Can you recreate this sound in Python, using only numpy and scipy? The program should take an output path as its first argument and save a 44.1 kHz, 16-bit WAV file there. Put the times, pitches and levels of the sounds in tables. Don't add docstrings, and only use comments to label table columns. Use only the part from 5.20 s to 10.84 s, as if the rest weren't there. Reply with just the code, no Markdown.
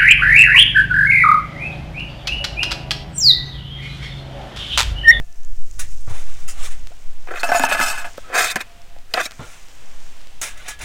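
import sys
import numpy as np
from scipy import signal
from scipy.fft import rfft, irfft
from scipy.io import wavfile
from scipy.ndimage import uniform_filter1d

SR = 44100
rng = np.random.default_rng(int(sys.argv[2]) if len(sys.argv) > 2 else 0)


def natural_amplitude(level_db):
    exponent = np.asarray(level_db, float) / 20
    return 10 ** exponent


def wav_record(signal):
    frames = np.transpose(np.atleast_2d(signal))
    bounded = np.clip(frames, -1, 1)
    quanta = np.round(bounded * 32767).astype(np.int16)
    wavfile.write(sys.argv[1], SR, quanta)


N = 248724
TIME = np.arange(N) / SR

# (time [s], level [dB])
GUST = [(0, -9), (.11, -25.5), (.31, -8), (.63, -14), (1.0, -9), (1.32, -15), (1.4, -5), (1.58, -13.5),
        (1.7, -25.5), (1.9, -12.5), (2.09, -25.5), (2.31, -21), (2.7, -21), (3.41, -40), (3.74, -20),
        (4.11, -43), (4.63, -22), (5.64, -32.5)]
# (frequency [Hz], density [dB/Hz])
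BUFFET_SPECTRUM = [(1, 2.5), (3, 13), (6, 9), (12, -6.5), (22, -18.5), (34, -41), (70, -38), (200, -130)]
# (frequency [Hz], density [dB/Hz])
RUMBLE_SPECTRUM = [(15, 0), (26, 2), (40, -0.5), (70, -12.5), (120, -19.5), (250, -34), (500, -36),
                   (1500, -120)]
# (time [s], half length [s], rumble lift [dB])
FLUTTERS = [(0.158, 0.081, -6), (.62, 0.075, 8.5), (1.0, 0.078, 3), (1.4, .2, 3), (1.9, .2, -5),
            (2.55, 0.065, 6), (3.2, 0.11, 5), (4.27, .07, 5.5), (4.85, .3, -6.5), (2.46, .04, -8),
            (1.62, .04, 6), (5.3, .2, 4), (5.64, 0.044, 16)]
# (frequency [Hz], density [dB/Hz])
SHORE_SPECTRUM = [(90, -1), (150, -3), (360, -9), (690, -5.5), (1100, -8), (1800, -8.5), (3000, -9),
                  (4300, -14), (8000, -18), (10000, -25), (12000, -32), (15000, -32), (16000, -30)]
# (time [s], level [dB])
SHORE_SWELL = [(0, -59), (.55, -56), (.85, -55), (1.5, -50), (1.85, -53), (3, -45.5), (3.9, -53.5),
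               (4.4, -48.5), (5.64, -52)]
# (time [s], level [dB], top [Hz], t60 [s])
PRESSES = [
    (.872, -37.5, 1300, 0.11),
    (.9, -38.5, 1300, 0.42),
    (1.435, -47, 900, 0.092),
    (4.191, -33, 1300, 0.18),
    (4.211, -37, 1500, 0.2),
]
# (time [s], level [dB])
SIZZLE = [(0, -64), (.17, -57), (.6, -51.5), (1.41, -50.5), (1.5, -47), (1.66, -56.5), (2.1, -57.5),
          (2.92, -48.5), (3.1, -63), (3.55, -83.5), (4.1, -53), (4.2, -51.5), (4.63, -55.5), (4.9, -52),
          (5.64, -83)]
# (time [s], peak [dB], centre [Hz])
POPS = [(0.0478, -39, 6600), (0.1266, -33.5, 6000), (0.159, -38, 5900), (0.2044, -41, 5750),
        (0.2339, -33, 6250), (0.2493, -28, 6940), (0.3474, -44, 6900), (0.5126, -25, 6820),
        (0.5596, -33, 6750), (0.7078, -44, 7870), (0.7214, -37, 6210), (0.7512, -42, 6080),
        (0.7756, -32, 6500), (0.8094, -34, 8750), (0.8444, -48, 5660), (.71, -45, 14000),
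        (.752, -45, 14200), (.777, -39, 14300), (.81, -41, 13000), (.98, -38, 14000), (1.5953, -34, 7100),
        (1.6387, -36, 6370), (3.5174, -40, 5460), (3.6182, -35, 5430), (3.7, -50, 5500)]
# (time [s], peak [dB])
TICKS = [(1.672, -19.5), (.001, -30), (2.2325, -8), (2.318, -14), (2.396, -8), (2.4363, -8), (2.4877, -16),
         (3.52, -38), (3.6182, -36), (3.7, -39), (3.752, -39), (3.9384, -14), (2.9763, -23), (3.358, -4.5),
         (3.7867, -30), (4.1099, -18.5), (4.119, -20), (4.486, -28), (5.008, -31), (5.0155, -28.5),
         (5.072, -26), (5.3744, -35), (5.5897, -37)]
# (time [s], peak [dB], pitch [Hz], t60 [s], half the relative pitch rise [1/s])
THUDS = [(.876, -25, 98, .12, -2.5), (0.904, -15, 91, 0.093, -2), (.912, -32, 137, 0.083, -2),
         (1.706, -44, 450, 0.07, 18), (1.717, -39, 640, 0.075, 6.5), (1.721, -47, 1390, 0.04, 2.5),
         (2.44, -29.5, 263, 0.15, 0.5), (2.599, -33.5, 157, 0.16, 1.5), (2.597, -25.5, 267, 0.13, -1),
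         (3.358, -24, 205, 0.08, 2.5), (3.14, -34, 320, .12, 1), (4.194, -23, 130, 0.08, 2),
         (4.21, -30, 107.4, 0.16, -1), (4.225, -38, 65, 0.13, 4), (4.211, -28, 250, 0.063, 1)]
# (time [s], peak [dB], pitch [Hz], t60 [s])
CLINKS = [(0.01003, -57, 690, 1.1), (.01, -63, 1747, 4), (.01, -68.5, 2600, 2.9), (2.845, -27, 690, 0.17),
          (2.318, -11, 720, .09), (2.318, -11, 1540, .08), (2.233, -14, 700, .08), (2.233, -16, 2620, .1),
          (2.347, -14, 700, .1), (3.46, -51, 690, 2.5), (5.229, -40, 1656, 0.57), (5.482, -32, 1690, .3),
          (5.485, -34, 2480, .12), (5.49, -43, 3150, 0.27), (5.42, -47, 2900, .2), (5.4, -43, 1500, .12),
          (.876, -41, 1150, .1), (.812, -54, 8500, .09), (2.111, -31.5, 397, 0.083),
          (2.98, -22.5, 550, 0.022), (3.1, -35, 524, 0.24), (4.223, -42.5, 1400, .35),
          (4.277, -44, 610, .04), (1.279, -37, 2700, 0.2), (2.084, -34, 354, 0.062),
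          (4.03, -33.5, 320, 0.048), (3.762, -49, 840, 0.13), (2.195, -31.5, 4300, 0.09),
          (2.272, -31, 6400, .08), (2.289, -31, 5500, 0.12), (2.352, -27.5, 6830, .2),
          (2.384, -21, 6850, 0.067), (2.451, -24, 6300, .04), (2.438, -3.5, 910, 0.032),
          (3.941, -4.5, 4160, 0.0055), (3.939, -13, 4830, 0.019), (3.939, -10, 2890, 0.012),
          (3.939, -38, 6100, 0.022), (4.055, -19.5, 3900, 0.033), (3.976, -17.5, 740, 0.086),
          (3.041, -40, 1290, .2), (3.25, -27.5, 700, 0.23), (3.945, -18, 620, 0.018),
          (4.062, -28, 2300, 0.048), (4.012, -25, 3560, .04), (4.056, -25, 5400, .03)]
# (hardest moment [s], swell [s], fade [s], stove body [dB], wire re body [dB])
GRILL_STROKES = [(.595, 0.01, 0.081, -34.5, 8.5), (.72, 0.072, 0.072, -55, 7), (.9, 0.024, 0.38, -43.5, -1),
                 (.99, 0.12, 0.09, -41.5, 0), (1.1, 0.23, 0.99, -50, -3.5), (1.285, 0.024, 0.1, -46, -2),
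                 (1.39, 0.093, .1, -52, 7), (1.455, 0.15, 0.099, -35.5, 1.5), (1.53, 0.11, .05, -47, -12),
                 (4.205, 0.018, 0.12, -43.5, -15), (4.28, 0.23, 0.41, -47, -2),
                 (5.215, .002, 0.1, -32.5, 4.5), (5.235, 0.019, .16, -30.5, 0.5),
                 (5.404, 0.1, 0.25, -43.5, -7), (5.465, 0.018, 0.053, -37.5, -10),
                 (5.483, 0.011, 0.096, -31, 2), (5.591, 0.003, 0.05, -44.5, 2),
                 (5.375, .004, 0.043, -51.5, 6), (5.62, 0.034, 0.18, -33.5, -3)]
# (time [s], body peak [dB], boom re peak [dB], wire re peak [dB], chatter t60 [s])
GRILL_CATCHES = [
    (0.593, -25, -27, -7, 0.32),
    (0.875, -39.5, 6, -20, 0.12),
    (1.278, -23.5, -33, 8, 0.15),
    (1.394, -43, -20, 6, 0.1),
    (1.504, -29.5, -16, 2, 0.16),
    (5.214, -23.5, -9, 12, 0.15),
    (5.482, -40, -21, -18, 0.1),
]
# (frequency [Hz], width [Hz], level [dB])
WIRE_MODES = [(1700, 34, -32), (5750, 24, 6), (6330, 160, -4), (6730, 25, 3), (9440, 34, -4),
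              (10470, 170, -5.5), (14000, 600, -12), (15000, 600, -15)]
# (frequency [Hz], density [dB/Hz])
STOVE_SHEET = [(180, -35), (300, -49), (842, -8), (1010, -6), (1810, 2.5), (2700, -4), (4020, -9),
               (4440, -10.5), (6520, -1.5), (9550, -6), (11000, -12.5), (11900, -22), (14200, -20),
               (16000, -14)]
# (hardest moment [s], swell [s], fade [s], push [dB], bright edge re push [dB])
PAN_STROKES = [(2.115, 0.019, 0.056, -27.5, -14), (2.165, 0.072, 0.1, -28, -10.5),
               (2.205, 0.075, 0.041, -37.5, 4.5), (2.237, 0.0033, 0.092, -31, 1.5),
               (2.293, 0.093, 0.33, -21, -10.5), (2.37, 0.21, 0.16, -26, -0.5),
               (2.449, 0.086, 0.046, -18, -3), (2.478, 0.076, 0.05, -22, -27),
               (2.493, .008, 0.096, -21, -5.5), (2.525, 0.032, 0.095, -15.5, -6.5),
               (2.612, 0.085, 0.27, -18, -4), (2.64, .05, 0.055, -25.5, 2.5), (2.7, 0.11, 0.049, -24.5, 3),
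               (2.784, 0.16, 0.11, -27, -6.5), (2.852, 0.022, .07, -31.5, -7.5), (3.07, .05, .1, -50, -21),
               (3.149, 0.028, 0.27, -14.5, -7.5), (3.195, 0.09, 0.11, -18.5, -2.5),
               (3.245, 0.15, 0.11, -21.5, 4), (3.318, 0.19, 0.022, -28, 3.5),
               (3.411, 0.034, 0.032, -25, -4.5), (3.945, 0.0038, 0.19, -24, -10.5),
               (3.976, 0.003, 0.077, -16, -24), (4.015, 0.056, 0.0082, -15, -9.5),
               (4.058, 0.21, 0.033, -39, 11), (4.109, 0.0077, 0.052, -42, -6),
               (3.365, 0.011, 0.04, -22.5, -18)]
# (time [s], peak [dB], boom re peak [dB], bright part re peak [dB], chatter
# t60 [s])
PAN_KNOCKS = [(2.072, -23, -11.5, -13, 0.018), (2.082, -22.5, -8, -12, 0.046), (2.107, -18, -5, -17, 0.048),
              (2.138, -23.5, -1, -16, 0.037), (2.156, -15.5, -26, -14, 0.045), (2.17, -16, -22, -13, 0.049),
              (2.232, -6, -28, -10, 0.066), (2.29, -14.5, -5, -23, 0.043), (2.318, -4.5, -30, -24, 0.12),
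              (2.3455, -4, -40, -15, 0.098), (2.351, -7, -30, -3, 0.048), (2.396, -6, -6.5, 1, 0.036),
              (2.436, -3.5, -21, -10, 0.04), (2.451, -9, -20, -3, .04), (2.462, -13, -20, -8, .03),
              (2.4875, -11, -14, -6, 0.049), (2.5132, -4.5, -11, -12, 0.061), (2.523, -12, -20, -4, .03),
              (2.547, -7.5, -13, -20, 0.059), (2.568, -14, -18, -20, 0.027), (2.592, -7, -33, -12, 0.029),
              (2.6, -3, -13, -6, 0.018), (2.611, -4, -36, -16, 0.04), (2.636, -11, -21, -14, 0.038),
              (2.7, -12, -36, -7, 0.1), (2.776, -20, -42, -14, 0.12), (2.844, -20, -13, -27, 0.13),
              (2.979, -22, -19, -3, 0.012),
              (3.099, -29.5, -12, -20, 0.037), (3.141, -27, -17, -14, .04), (3.176, -10, -20, -14, .03),
               (3.204, -9, -16, -14, .03), (3.24, -10, -21, -8, 0.032), (3.404, -18, -20, -6, .04),
               (3.358, -5, -14, -2.5, 0.019), (3.364, -11.5, -16, -2, 0.039), (3.76, -37, 5, -17, 0.015),
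               (3.938, -11.5, -15, 2, 0.029), (3.944, -13, -4.5, -19, 0.025), (3.973, -6, -15, -28, 0.05),
               (4.012, -14, -20, -2, 0.033), (4.054, -22.5, -6, 6, 0.02), (4.061, -25, -12, -1, 0.044),
               (4.11, -34, -20, -8, .03), (4.119, -33, -20, -8, 0.031)]
# (frequency [Hz], width [Hz], level
# [dB])
PAN_MODES = [(268.5, 18, -12), (685, 34, 2), (900, 83, 0.5), (1300, 50, 4), (1670, 71, 6), (2623, 66, 0.5),
             (3060, 73, -13.5), (3680, 70, -13), (4560, 45, -16), (5130, 60, -12.5), (5500, 39, -12),
             (6330, 100, -14.5), (6900, 37, -16),
             (613, 25, -6), (1059, 28, -4.5), (1460, 32, 3.5), (1557, 28, 3.5), (1753, 33, -2),
                  (2052, 57, -2.5), (2530, 27, -2.5), (5840, 46, -22), (7110, 40, -16), (8000, 130, -13),
                  (9370, 84, -20.5)]
# (frequency [Hz], density [dB/Hz])
PAN_SHEET = [(120, -50), (200, -7.5), (366, -19), (683, -8), (1160, -5), (1650, 10.5), (2250, -61),
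             (2610, -2), (2910, -5.5), (8270, -5.5), (9800, -8), (11300, -14), (13300, -12), (16000, -19)]
# (frequency [Hz], width [Hz], level [dB])
HELD_MODES = [(344, 55, -19), (495, 81, -11), (622, 60, -10.5), (738, 50, -1), (1025, 46, -3.5),
              (1341, 72, -3), (1550, 100, 1), (1702, 92, 1), (1987, 80, -1.5), (2125, 55, -0.5),
              (2547, 115, -1), (3080, 90, -11.5), (3640, 190, -8.5), (4330, 94, -12)]
# (frequency [Hz], density [dB/Hz])
HELD_SHEET = [(120, -39), (300, -14), (700, -7), (1600, 0), (2300, -9.5), (5000, -5.5), (8300, -7.5),
              (10000, -13), (11400, -19.5), (13000, -13.5), (16000, -21)]
# (time [s], tilt [dB/octave])
PAN_SLIDE = [(2.07, -0.5), (2.13, -7), (2.17, 1), (2.3, -4), (2.42, -1.5), (2.5, 1.5), (2.6, 1), (2.7, 2),
             (2.78, 2.5), (2.86, -1.5), (3.1, -4), (3.2, -.5), (3.25, -0.5), (3.285, 9), (3.36, -1),
             (3.41, 5), (3.95, -3), (4.02, 2)]

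FLAT_START_S, FLAT_END_S = 2.22, 3.02
STROKE_RANGE_DB = 20
STROKE_ROUND = 1.435
SWELL_STEEP, FADE_STEEP = (1.07, 0.81, 1.8), (1.34, 2.07, 1.67)


def unit(x):
    return x / np.sqrt(np.mean(x ** 2))


def curve(points):
    return np.interp(TIME, *np.transpose(points))


def colour(x, points):
    hz, db = np.transpose(points)
    f = np.maximum(np.arange(len(x) // 2 + 1) * SR / len(x), .1)
    gain_db = np.interp(np.log(f), np.log(hz), db)
    return irfft(rfft(x) * natural_amplitude(gain_db), len(x))


def ring(x, hz, width_hz):
    return signal.lfilter(*signal.iirpeak(hz, hz / max(width_hz, 5), fs=SR), x)


def split(x, hz):
    return [signal.sosfilt(signal.butter(5, hz, kind, fs=SR, output="sos"), x, axis=-1)
            for kind in ("low", "high")]


def thirds(x, edges_hz):
    low, rest = split(x, edges_hz[0])
    mid, high = split(rest, edges_hz[1])
    return mid, low, high


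def walk(rate_hz):
    hold = int(SR / rate_hz)
    steps = np.repeat(rng.standard_normal(N // hold + 1), hold)
    return unit(uniform_filter1d(uniform_filter1d(steps, hold), hold)[:N])


def grit(rate_hz, spread_db):
    slips = (rng.random(N) < rate_hz / SR) * rng.standard_normal(N)
    return unit(slips * natural_amplitude(spread_db * np.minimum(rng.exponential(size=N), 4)))


def shore():
    low, high = split(unit(colour(rng.standard_normal(N), SHORE_SPECTRUM)), 2230)
    wash = natural_amplitude(1.2 * walk(8)) * low + natural_amplitude(.8 * walk(6)) * high
    return natural_amplitude(curve(SHORE_SWELL)) * wash


def capsule_hiss():
    return natural_amplitude(-62) * rng.standard_normal(N)


def wind():
    gust_db = curve(GUST)
    push = unit(colour(rng.standard_normal(N), BUFFET_SPECTRUM))
    slow = natural_amplitude(gust_db) * 1.8 * np.tanh(push / 1.5)
    slow += (.09 - slow[0]) * np.exp(-TIME / .05)
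    rumble_db = -33 + 0.43 * uniform_filter1d(gust_db, size=int(0.67 * SR))
    rumble_db += 27.5 * np.exp(-TIME / 0.02)
    for s, half_s, lift_db in FLUTTERS:
        rumble_db += lift_db * np.exp(-((TIME - s) / half_s) ** 2)
    rumble = natural_amplitude(rumble_db + 1.0 * walk(3.44)) * unit(colour(rng.standard_normal(N), RUMBLE_SPECTRUM))
    return slow + rumble


def presses():
    out, t = np.zeros(N), TIME[:16384]
    for s, db, hz, t60 in PRESSES:
        noise = rng.standard_normal(len(t))
        body = unit(colour(noise, [(150, -30), (300, 0), (hz, -2.5), (hz * 2, -20), (hz * 4, -60)]))
        out[int(s * SR):][:len(t)] += natural_amplitude(db - 60 * t / t60) * (1 - np.exp(-t / 0.0024)) * body
    return out


def sizzle():
    bubbles = grit(4000, 3.0) * natural_amplitude(1.5 * walk(25))
    body = split(split(ring(bubbles, 6060, 3400), 5000)[1], 8900)[0]
    top = split(bubbles, 12500)[1]
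    return natural_amplitude(curve(SIZZLE) - 2.0) * unit(body + natural_amplitude(-16) * top)


def pops_and_ticks():
    out, t = np.zeros(N + 16384), TIME[:16384]
    ticks = [(s, db, 4240) for s, db in TICKS]
    for table, cycles, lift_db in ((POPS, 3.5, -1.5), (ticks, .35, 5.5)):
        for s, db, hz in table:
            tone = np.sin(2 * np.pi * hz * t) * np.exp(-t * hz / cycles)
            out[int(s * SR):][:len(t)] += natural_amplitude(db + lift_db) * tone
    return out[:N]


def thuds():
    out, t = np.zeros(N + 16384), TIME[:16384]
    for s, db, hz, t60, glide in THUDS:
        loose = uniform_filter1d(rng.standard_normal(len(t)), size=int(SR / hz))
        wobble = 1 + 0.32 * unit(loose)
        tone = wobble * np.sin(2 * np.pi * hz * t * (1 + glide * t))
        out[int(s * SR):][:len(t)] += natural_amplitude(db - 60 * t / t60) * (1 - np.exp(-t * hz / 0.22)) * tone
    return out[:N]


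def clinks():
    out, t = np.zeros(N + 16384), TIME[:16384]
    for s, db, hz, t60 in CLINKS:
        out[int(s * SR):][:len(t)] += natural_amplitude(db - 60 * t / t60) * np.sin(2 * np.pi * hz * t)
    return split(out[:N] * natural_amplitude(3.0 * walk(90)), 200)[1]


def strokes(rows, boom_db):
    power = np.zeros((3, N))
    for s, swell_s, fade_s, db, edge_db in rows:
        near = slice(max(int((s - 3 * swell_s) * SR), 0), int((s + 3 * fade_s) * SR))
        t = TIME[near] - s
        for k, part_db in enumerate((0, boom_db, edge_db)):
            before = -t * SWELL_STEEP[k] / max(swell_s, .002)
            after = t * FADE_STEEP[k] / max(fade_s, .002)
            away = np.where(t < 0, before, after)
            power[k, near] += natural_amplitude(db + part_db - STROKE_RANGE_DB * away ** STROKE_ROUND) ** 2
    return np.sqrt(power)


def sheet(points, t60_low, t60_high):
    t = TIME[:2048]
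    low, high = split(colour(rng.standard_normal(len(t)), points), 2630)
    h = low * natural_amplitude(-60 * t / t60_low) + high * natural_amplitude(-60 * t / t60_high)
    return h / np.sqrt(np.sum(h ** 2))


def metal(rub, hits, modes, spectrum, edges_hz, slips, slide_db, t60_low, t60_high, sheet_db,
          rub_db, blow_db, chatter_db, vary_db, crack_db, stick):
    def clear(x, shares, tilt_db):
        total = 0
        for k, (hz, width_hz, db) in enumerate(modes):
            drive = x * shares[k] * natural_amplitude(tilt_db * np.log2(hz / 1500))
            total = total + (-1) ** k * natural_amplitude(db) * ring(drive, hz, width_hz)
        return total

    def dense(x):
        return natural_amplitude(sheet_db) * signal.oaconvolve(x, sheet(spectrum, t60_low, t60_high))[:len(x)]

    def crack(noise):
        return natural_amplitude(crack_db) * split(noise * np.exp(-TIME[:len(noise)] / 0.00024), 940)[1]

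    jump = rng.integers(0, 3, N // 512 + 1).repeat(512)[:N]
    place = (np.arange(N) // 512 + jump) % 4
    shares = [natural_amplitude(0.36 * vary_db * walk(11)) for _ in modes]
    steady = clear(slips, shares, slide_db) + sum(dense(slips * (place == k)) for k in range(4))
    out = sum(gain * natural_amplitude(rub_db) * unit(part) for gain, part in zip(rub, thirds(steady, edges_hz)))

    for s, *_ in hits:
        i = int(s * SR)
        out[i - 1024:i] *= 1 - np.clip(stick, 0, 1) * np.exp(-TIME[1024:0:-1] / .006)

    size = 4096
    for s, db, low_db, high_db, t60 in hits:
        i = int(s * SR)
        noise = rng.standard_normal(size)
        shares = natural_amplitude(vary_db * rng.standard_normal(len(modes)))
        force = natural_amplitude(chatter_db) * noise ** 3 * natural_amplitude(-60 * TIME[:size] / max(t60, .01))
        force[0] += 1
        parts = thirds(clear(force, shares, slide_db[i]) + dense(force) + crack(noise), edges_hz)
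        blow = sum(natural_amplitude(db + blow_db + part_db) * part / abs(part).max()
                   for part_db, part in zip((0, low_db, high_db), parts))
        out[i:i + size] += blow[:N - i]
    return out


def grill():
    rub = grit(9000, 0.85) * natural_amplitude(1.0 * walk(50))
    return metal(strokes(GRILL_STROKES, boom_db=-9), GRILL_CATCHES, WIRE_MODES, STOVE_SHEET, (675, 4250),
                 rub, np.zeros(N), t60_low=0.04, t60_high=0.094, sheet_db=-7.5, rub_db=-1.0, blow_db=-5.0,
                 chatter_db=-15, vary_db=-3.5, crack_db=-24, stick=0.43)


def pan():
    def lying(rows):
        return [row for row in rows if FLAT_START_S < row[0] < FLAT_END_S]

    def gripped(rows):
        return [row for row in rows if not FLAT_START_S < row[0] < FLAT_END_S]

    drag = grit(14000, 2.4) * natural_amplitude(1.6 * walk(70) + 1.2 * walk(160))
    knocks = PAN_KNOCKS
    slide_db = curve(PAN_SLIDE)
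    flat = metal(strokes(lying(PAN_STROKES), boom_db=-17.5), lying(knocks), PAN_MODES,
                 PAN_SHEET, (535, 3200), drag, slide_db, t60_low=0.045, t60_high=0.034, sheet_db=-18.0,
                 rub_db=-1.5, blow_db=-2.5, chatter_db=-33.5, vary_db=3.0, crack_db=-22.0, stick=0.49)
    held = metal(strokes(gripped(PAN_STROKES), boom_db=-16), gripped(knocks), HELD_MODES,
                 HELD_SHEET, (535, 2850), drag, slide_db, t60_low=0.027, t60_high=0.037, sheet_db=-14.0,
                 rub_db=-3.0, blow_db=-4.0, chatter_db=-26.5, vary_db=1.0, crack_db=-20.5, stick=0.36)
    direct = split(flat + held, 180)[1]
    echo_ms, echo_db = 1.613, -15
    return direct + natural_amplitude(echo_db) * np.roll(direct, int(echo_ms * SR / 1000))


def scene():
    background = shore() + capsule_hiss() + wind()
    details = presses() + sizzle() + pops_and_ticks() + thuds() + clinks()
    return (background + details + grill() + pan())[None]


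def band_limit(x):
    return signal.sosfilt(signal.butter(12, 15850, fs=SR, output="sos"), x)


def record(dry):
    top = 0.94
    rounded = top * np.tanh(dry / top)
    mix = signal.sosfilt(signal.butter(18, 16150, fs=SR, output="sos"), rounded)
    return band_limit(mix)


dry = scene()
out = record(dry)
wav_record(out)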